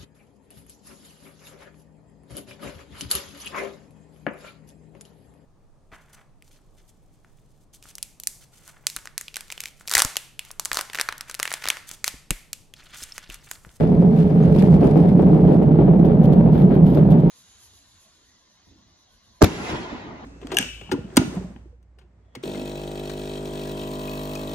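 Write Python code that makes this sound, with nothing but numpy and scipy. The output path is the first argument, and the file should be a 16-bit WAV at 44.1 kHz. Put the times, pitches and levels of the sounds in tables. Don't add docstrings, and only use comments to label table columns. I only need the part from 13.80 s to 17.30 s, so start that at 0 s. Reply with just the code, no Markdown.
import sys
import numpy as np
from scipy import signal
from scipy.fft import rfft, irfft
from scipy.io import wavfile
from scipy.ndimage import uniform_filter1d, minimum_filter1d

SR = 44100
rng = np.random.default_rng(int(sys.argv[2]) if len(sys.argv) > 2 else 0)


def wrap_up_sound(samples):
    columns = np.atleast_2d(samples).T
    tamed = np.clip(columns, -1, 1)
    steps = np.round(tamed * 32767).astype(np.int16)
    wavfile.write(sys.argv[1], SR, steps)


N = 154350

STONES_PER_S = 600
STONE_SPREAD_DB = 1.5


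def undb(db):
    return 10 ** (np.asarray(db) / 20)


def level(x, db):
    return x * undb(db) / np.sqrt(np.mean(x ** 2))


def curve(rows):
    return np.interp(np.arange(N) / SR, *np.array(rows).T)


def spectrum(points):
    hz, db = np.array(points).T
    grid_hz = np.fft.rfftfreq(2 * N, 1 / SR) + 1e-9
    return np.interp(np.log(grid_hz), np.log(hz), db)


def colour(x, points):
    cepstrum = irfft(np.log(undb(spectrum(points))))
    cepstrum[1:N] *= 2
    cepstrum[N + 1:] = 0
    response = np.exp(rfft(cepstrum))
    return irfft(rfft(x, 2 * N) * response)[..., :N]


def ring(x, hz, width_hz):
    b, a = signal.iirpeak(hz, hz / (2 * width_hz), fs=SR)
    return signal.lfilter(b, a, signal.lfilter(b, a, x))


def walk(rate):
    knots = rng.standard_normal(2000)
    return np.interp(np.arange(N) / SR * rate, np.arange(len(knots)), knots)


def impacts(per_s, spread_db):
    sizes = undb(spread_db * np.minimum(rng.exponential(size=N), 4))
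    struck = rng.random(N) < per_s / SR
    return level(sizes * struck, 0)


def signs():
    return np.sign(rng.standard_normal(N))


def crack(pulses, decay_s):
    keep = np.exp(-2 / (decay_s * SR))
    energy = signal.lfilter([1 - keep], [1, -keep], pulses ** 2 + 1e-18)
    return np.sqrt(energy) * rng.standard_normal(N)


def tub(force_db):
    # frequency in hertz, nominal width in hertz,
    # relative level in dB, trend in dB per second about the middle of the run.
    modes = [(157, 24.4, -1, 0.5), (185.1, 21.1, -2.5, 0.26), (225.8, 24, -9.5, 1.5), (307, 82, -22, 1),
             (339, 44, -14, 3), (425.2, 21, -14.5, -2.2), (580, 47, -21.5, 1), (776.4, 13, -30, 0.5),
             (927, 21, -34.5, 3)]
    follow = 0.093
    push = impacts(2 * STONES_PER_S, 1) * signs()
    from_middle_s = (np.arange(N) - N / 2) / SR
    boom = np.zeros(N)
    for k, (hz, width_hz, db, trend) in enumerate(modes):
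        mode = level(ring(push, hz, width_hz), db) * undb(trend * from_middle_s)
        boom += (-1) ** k * mode
    return level(boom * undb(follow * force_db), -12.5)


def wheels(force_db):
    # frequency in hertz, relative density in dB per hertz.
    roar_shape = [(20, -32), (50, 0.5), (70, 3), (95, -4), (130, 5), (260, 6.5), (330, -2.5), (450, -3.5),
                  (700, -13), (1000, -33.5), (1500, -51.5), (4000, -70)]
    swirl_shape = [(20, -6.5), (55, 2.5), (100, 6), (160, 3), (300, -3), (500, -3), (800, -5), (980, -12.5),
                   (1200, -22), (1500, -32.5), (2500, -37), (5000, -78)]
    # frequency in hertz, relative density in dB per hertz.
    hiss_left = [(500, -13), (1200, 15), (2000, 7), (3200, -1.5), (4500, -6.5), (5400, -23.5), (9000, -35),
                 (12000, -35), (16000, -45)]
    hiss_right = [(500, -9), (1200, 11.5), (2000, -1), (3700, -9.5), (4700, -25), (7500, -42.5),
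                  (9300, -35), (11300, -16), (13500, -34), (16000, -39.5)]
    # left in dB, right in dB.
    hiss_levels = [-45, -48]
    # time in seconds, relative level in dB.
    scrub_course = [(0, 3.5), (.09, -2.5), (.33, -2.5), (.42, 3), (.53, -1), (.65, 4.5), (.71, 1), (.8, -1),
                    (.95, 0), (.995, -6), (1.03, 4.5), (1.17, 1), (1.3, -1), (1.345, -5.5), (1.41, 0.5),
                    (1.52, -3), (1.72, -2), (1.94, -1), (2.01, 0.5), (2.22, -2), (2.32, 4), (2.38, -1.5),
                    (2.48, 1), (2.56, -3.5), (2.69, -1.5), (2.8, 1.5), (2.87, -6), (2.94, 6), (3.0, -3.5),
                    (3.17, 0.5), (3.25, -1.5), (3.5, 0.5)]

    force = undb(force_db + 0.36 * walk(45))
    stones = impacts(STONES_PER_S, STONE_SPREAD_DB) * force
    roar = level(colour(stones * signs(), roar_shape), -19)
    swirl = np.array([level(colour(stones * signs(), swirl_shape), -26.5) for _ in range(2)])

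    scrub = undb(curve(scrub_course) + 1.5 * walk(27))
    hiss = []
    for shape, db in zip((hiss_left, hiss_right), hiss_levels):
        source = 0.94 * stones * signs() + 0.51 * rng.standard_normal(N)
        hiss.append(level(colour(scrub * source, shape), db))
    return roar + swirl, np.array(hiss)


def grit():
    # time in seconds, gain in dB.
    course = [(0, -6), (.1, -14), (.32, -14), (.41, -5), (.5, -12.5), (.6, -13.5), (.65, -4.5), (.7, -14.5),
              (.8, 2), (.89, -9), (.945, -5), (.99, -15), (1.05, -6), (1.1, -8), (1.135, -12), (1.18, -8.5),
              (1.29, -11), (1.35, -15), (1.45, -13), (1.64, -16), (1.74, -12.5), (1.79, -19), (1.95, -23),
              (3.5, -16.5)]
    # frequency in hertz, filter gain in dB
    left_shape = [(700, -10.5), (2000, 9), (4800, 1.5), (7000, -7), (9000, -7.5), (12000, -12.5),
                  (15500, -22.5)]
    right_shape = [(700, -2), (2000, 12), (3800, -6), (5000, -12.5), (7800, -23.5), (9800, -5), (12000, -1),
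                   (13300, -12.5), (15500, -25)]
    # time in seconds, relative strength in dB.
    pebbles = [(0.046, -6), (.15, 1.5), (.288, -4.5), (.413, -4), (0.621, -10), (.657, 2), (0.725, 8.5),
               (0.762, 10), (.80, 3), (.824, 12), (0.843, 7), (.875, 4.5), (.91, -7), (0.942, 5),
               (1.008, 5.5), (1.072, 9), (1.112, 5), (1.175, 6), (1.235, -6), (1.274, -6.5), (1.29, 3.5),
               (1.422, 4), (1.546, 0), (1.677, 0), (1.745, 1), (1.83, 3.5), (1.929, -6.5), (2.046, -13),
               (2.192, -1)]
    grain_levels_db, snap_gains_db = [-40, -46.5], [-23, -26]

    grains = impacts(per_s=2700, spread_db=4) * undb(2.0 * walk(67))
    snaps = np.zeros(N)
    for start, db in pebbles:
        snaps[int(start * SR)] = undb(db)

    sides = []
    for shape, grain_db, snap_db in zip((left_shape, right_shape), grain_levels_db, snap_gains_db):
        crackle = level(colour(crack(grains, decay_s=0.0013), shape), grain_db) * undb(curve(course))
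        snapping = undb(snap_db) * colour(crack(snaps, decay_s=0.0021), shape)
        sides.append(crackle + snapping)
    return np.array(sides)


def bumps():
    # time in seconds, relative strength in dB.
    track = [(0.008, -1.5), (0.088, -8.5), (0.224, -1), (0.248, -7), (0.294, -12.5), (0.705, -12),
             (0.762, -4), (0.813, 0.5), (0.874, -7), (0.94, -1), (1.023, 4), (1.043, 2.5), (1.067, -0.5),
             (1.158, 3.5), (1.176, -7.5), (1.245, -3), (1.395, 4), (1.495, -1), (1.532, 1), (1.565, -1),
             (1.679, 2), (1.712, 4), (1.735, -1), (1.764, -7.5), (1.815, 1), (1.988, 4.5), (2.018, -8.5),
             (2.079, 1), (2.136, -1.5), (2.193, -2.5), (2.246, 0), (2.299, -4.5), (2.474, 4), (2.534, -2),
             (2.595, -3), (2.662, -1), (2.765, -6), (2.818, -3.5), (2.898, -5), (2.969, -3), (3.158, -0.5),
             (3.173, 0.5), (3.19, -5), (3.288, -5), (3.33, -2)]
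    # frequency in hertz, relative density in dB per hertz.
    knock = [(40, -28), (150, -14), (320, 11.5), (450, 5.5), (750, -1), (1050, -15), (1600, -28.5),
             (3000, -37.5), (6000, -64)]
    rebound_s, rebound_scatter, rebound_db = .003, .5, -.9
    turn = np.arange(12)
    blows = np.zeros((3, N))
    for start, db in track:
        for part in blows:
            gaps = rebound_s * np.exp(rebound_scatter * rng.standard_normal(len(turn)))
            at = ((start + np.cumsum(gaps) - gaps[0]) * SR).astype(int)
            strengths = undb(db + rebound_db * turn)
            part[np.clip(at, 0, N - 1)] += strengths * rng.choice([-1, 1], len(turn))
    common, left, right = (level(colour(part, knock), -28) for part in blows)
    return common + 0.87 * np.array([left, right])


def squeaks():
    # peak time in seconds, length between the 1/e points in seconds,
    # frequency in hertz, level at the peak in dB.
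    chirps = [(0.632, 0.018, 6560, -60), (1.058, .022, 9300, -57)]
    t = np.arange(N) / SR
    out = np.zeros(N)
    for peak, length, hz, db in chirps:
        tone = level(ring(rng.standard_normal(N), hz, width_hz=150), db)
        out += tone * np.exp(-(2 * (t - peak) / length) ** 2)
    return np.array([out, out])


def drone():
    peak_s, span_s = 1.85, 0.59
    swell = np.exp(-((np.arange(N) / SR - peak_s) / span_s) ** 2)
    push = impacts(STONES_PER_S, STONE_SPREAD_DB) * signs()
    return level(ring(push, hz=305, width_hz=36), -24) * swell


def creaks():
    # start in seconds, length in seconds, relative tick strength in dB.
    runs = [(2.248, 0.018, 2), (2.432, 0.026, 0.5), (2.525, 0.013, 3), (2.745, .005, 0), (2.913, .005, -5),
            (2.943, 0.013, -3.5), (3.065, .005, 4), (3.147, .005, 2), (3.305, 0.019, 3.5),
            (3.402, .005, -2.5)]
    # peak time in seconds, rise to the peak in seconds,
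    # fall from it in seconds (both to 1/e), relative strength in dB.
    rubs = [(2.725, .01, 0.027, -6.5), (2.8, 0.046, 0.038, -1.5), (2.946, .025, .015, -12),
            (3.076, 0.024, 0.031, -4), (3.152, 0.058, 0.066, -2), (3.315, 0.017, 0.011, -6)]
    # frequency in hertz, relative filter gain in dB.
    left_shape = [(1000, -16.5), (3200, 9.5), (5000, -2), (7000, -7), (9500, -14), (11000, -12),
                  (12200, -1.5), (13600, -14), (14800, -7), (15700, -26.5)]
    right_shape = [(1000, -10.5), (3500, 1), (5000, -17), (8500, -23), (10500, -5), (12200, 2.5),
                   (13600, -21.5), (14800, -4.5), (15700, -30)]
    gains_db = [-21, -21.5]
    slip_hz, slip_jitter, rub_db = 127, 0.22, -24.5

    t, slips, rub = np.arange(N) / SR, np.zeros(N), np.zeros(N)
    for start, length, db in runs:
        gap, size = rng.standard_normal((2, 20))
        ages = (np.arange(20) + slip_jitter * (gap - gap[0]) / 2) / slip_hz
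        live = ages < length
        at = ((start + ages[live]) * SR).astype(int)
        slips[np.clip(at, 0, N - 1)] = undb(db + 2 * size[live])
    for peak, rise, fall, db in rubs:
        span = np.where(t < peak, rise, fall)
        rub += undb(rub_db + db) * np.exp(-((t - peak) / span) ** 2)
    grains = rub * impacts(per_s=1800, spread_db=5.0)

    return np.array([undb(db) * colour(crack(slips + grains, decay_s=0.0048), shape)
                     for shape, db in zip((left_shape, right_shape), gains_db)])


def shell(x):
    ring_s, share = .012, .25
    t = np.arange(2048) / SR
    tail = rng.standard_normal(len(t)) * np.exp(-t / ring_s)
    ringing = signal.fftconvolve(x, tail / np.linalg.norm(tail))[:N]
    return (x + share * ringing) / np.hypot(1, share)


def scene():
    # time in seconds, relative force in dB.
    roll = [(0, -1), (.35, -6), (.68, -2), (.82, -1.5), (1.15, -2), (1.32, -1), (1.7, -2), (2.2, -3),
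            (2.5, -0.5), (3.0, -2.5), (3.2, -3), (3.5, -6)]
    # frequency in hertz, difference in dB.
    lean = [(60, -6), (160, -2), (300, -1), (500, -0.5), (700, 1.5), (1500, 3)]
    boom_lag_s = 0.00024

    force_db = curve(roll)
    roar, hiss = wheels(force_db)
    t = np.arange(N) / SR
    boom = tub(force_db) + drone()
    boom_sides = np.array([np.interp(t - boom_lag_s, t, boom), boom])
    rumble = boom_sides + roar + bumps()
    lean_db = np.array([[1], [-1]]) * spectrum(lean) / 2
    leaning = irfft(rfft(rumble, 2 * N) * undb(lean_db))[:, :N]
    treble = np.array([shell(side) for side in hiss + grit() + creaks() + squeaks()])
    return leaning + treble


def record(dry):
    ceiling, top_hz = .96, 15800
    gain = np.minimum(1, ceiling / (np.abs(dry).max(axis=0) + 1e-9))
    gain = minimum_filter1d(gain, size=900)
    gain = uniform_filter1d(uniform_filter1d(gain, size=450), size=450)
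    low_pass = signal.ellip(8, .2, 70, top_hz, fs=SR, output="sos")
    return signal.sosfilt(low_pass, dry * gain)


dry = scene()
out = record(dry)
wrap_up_sound(out)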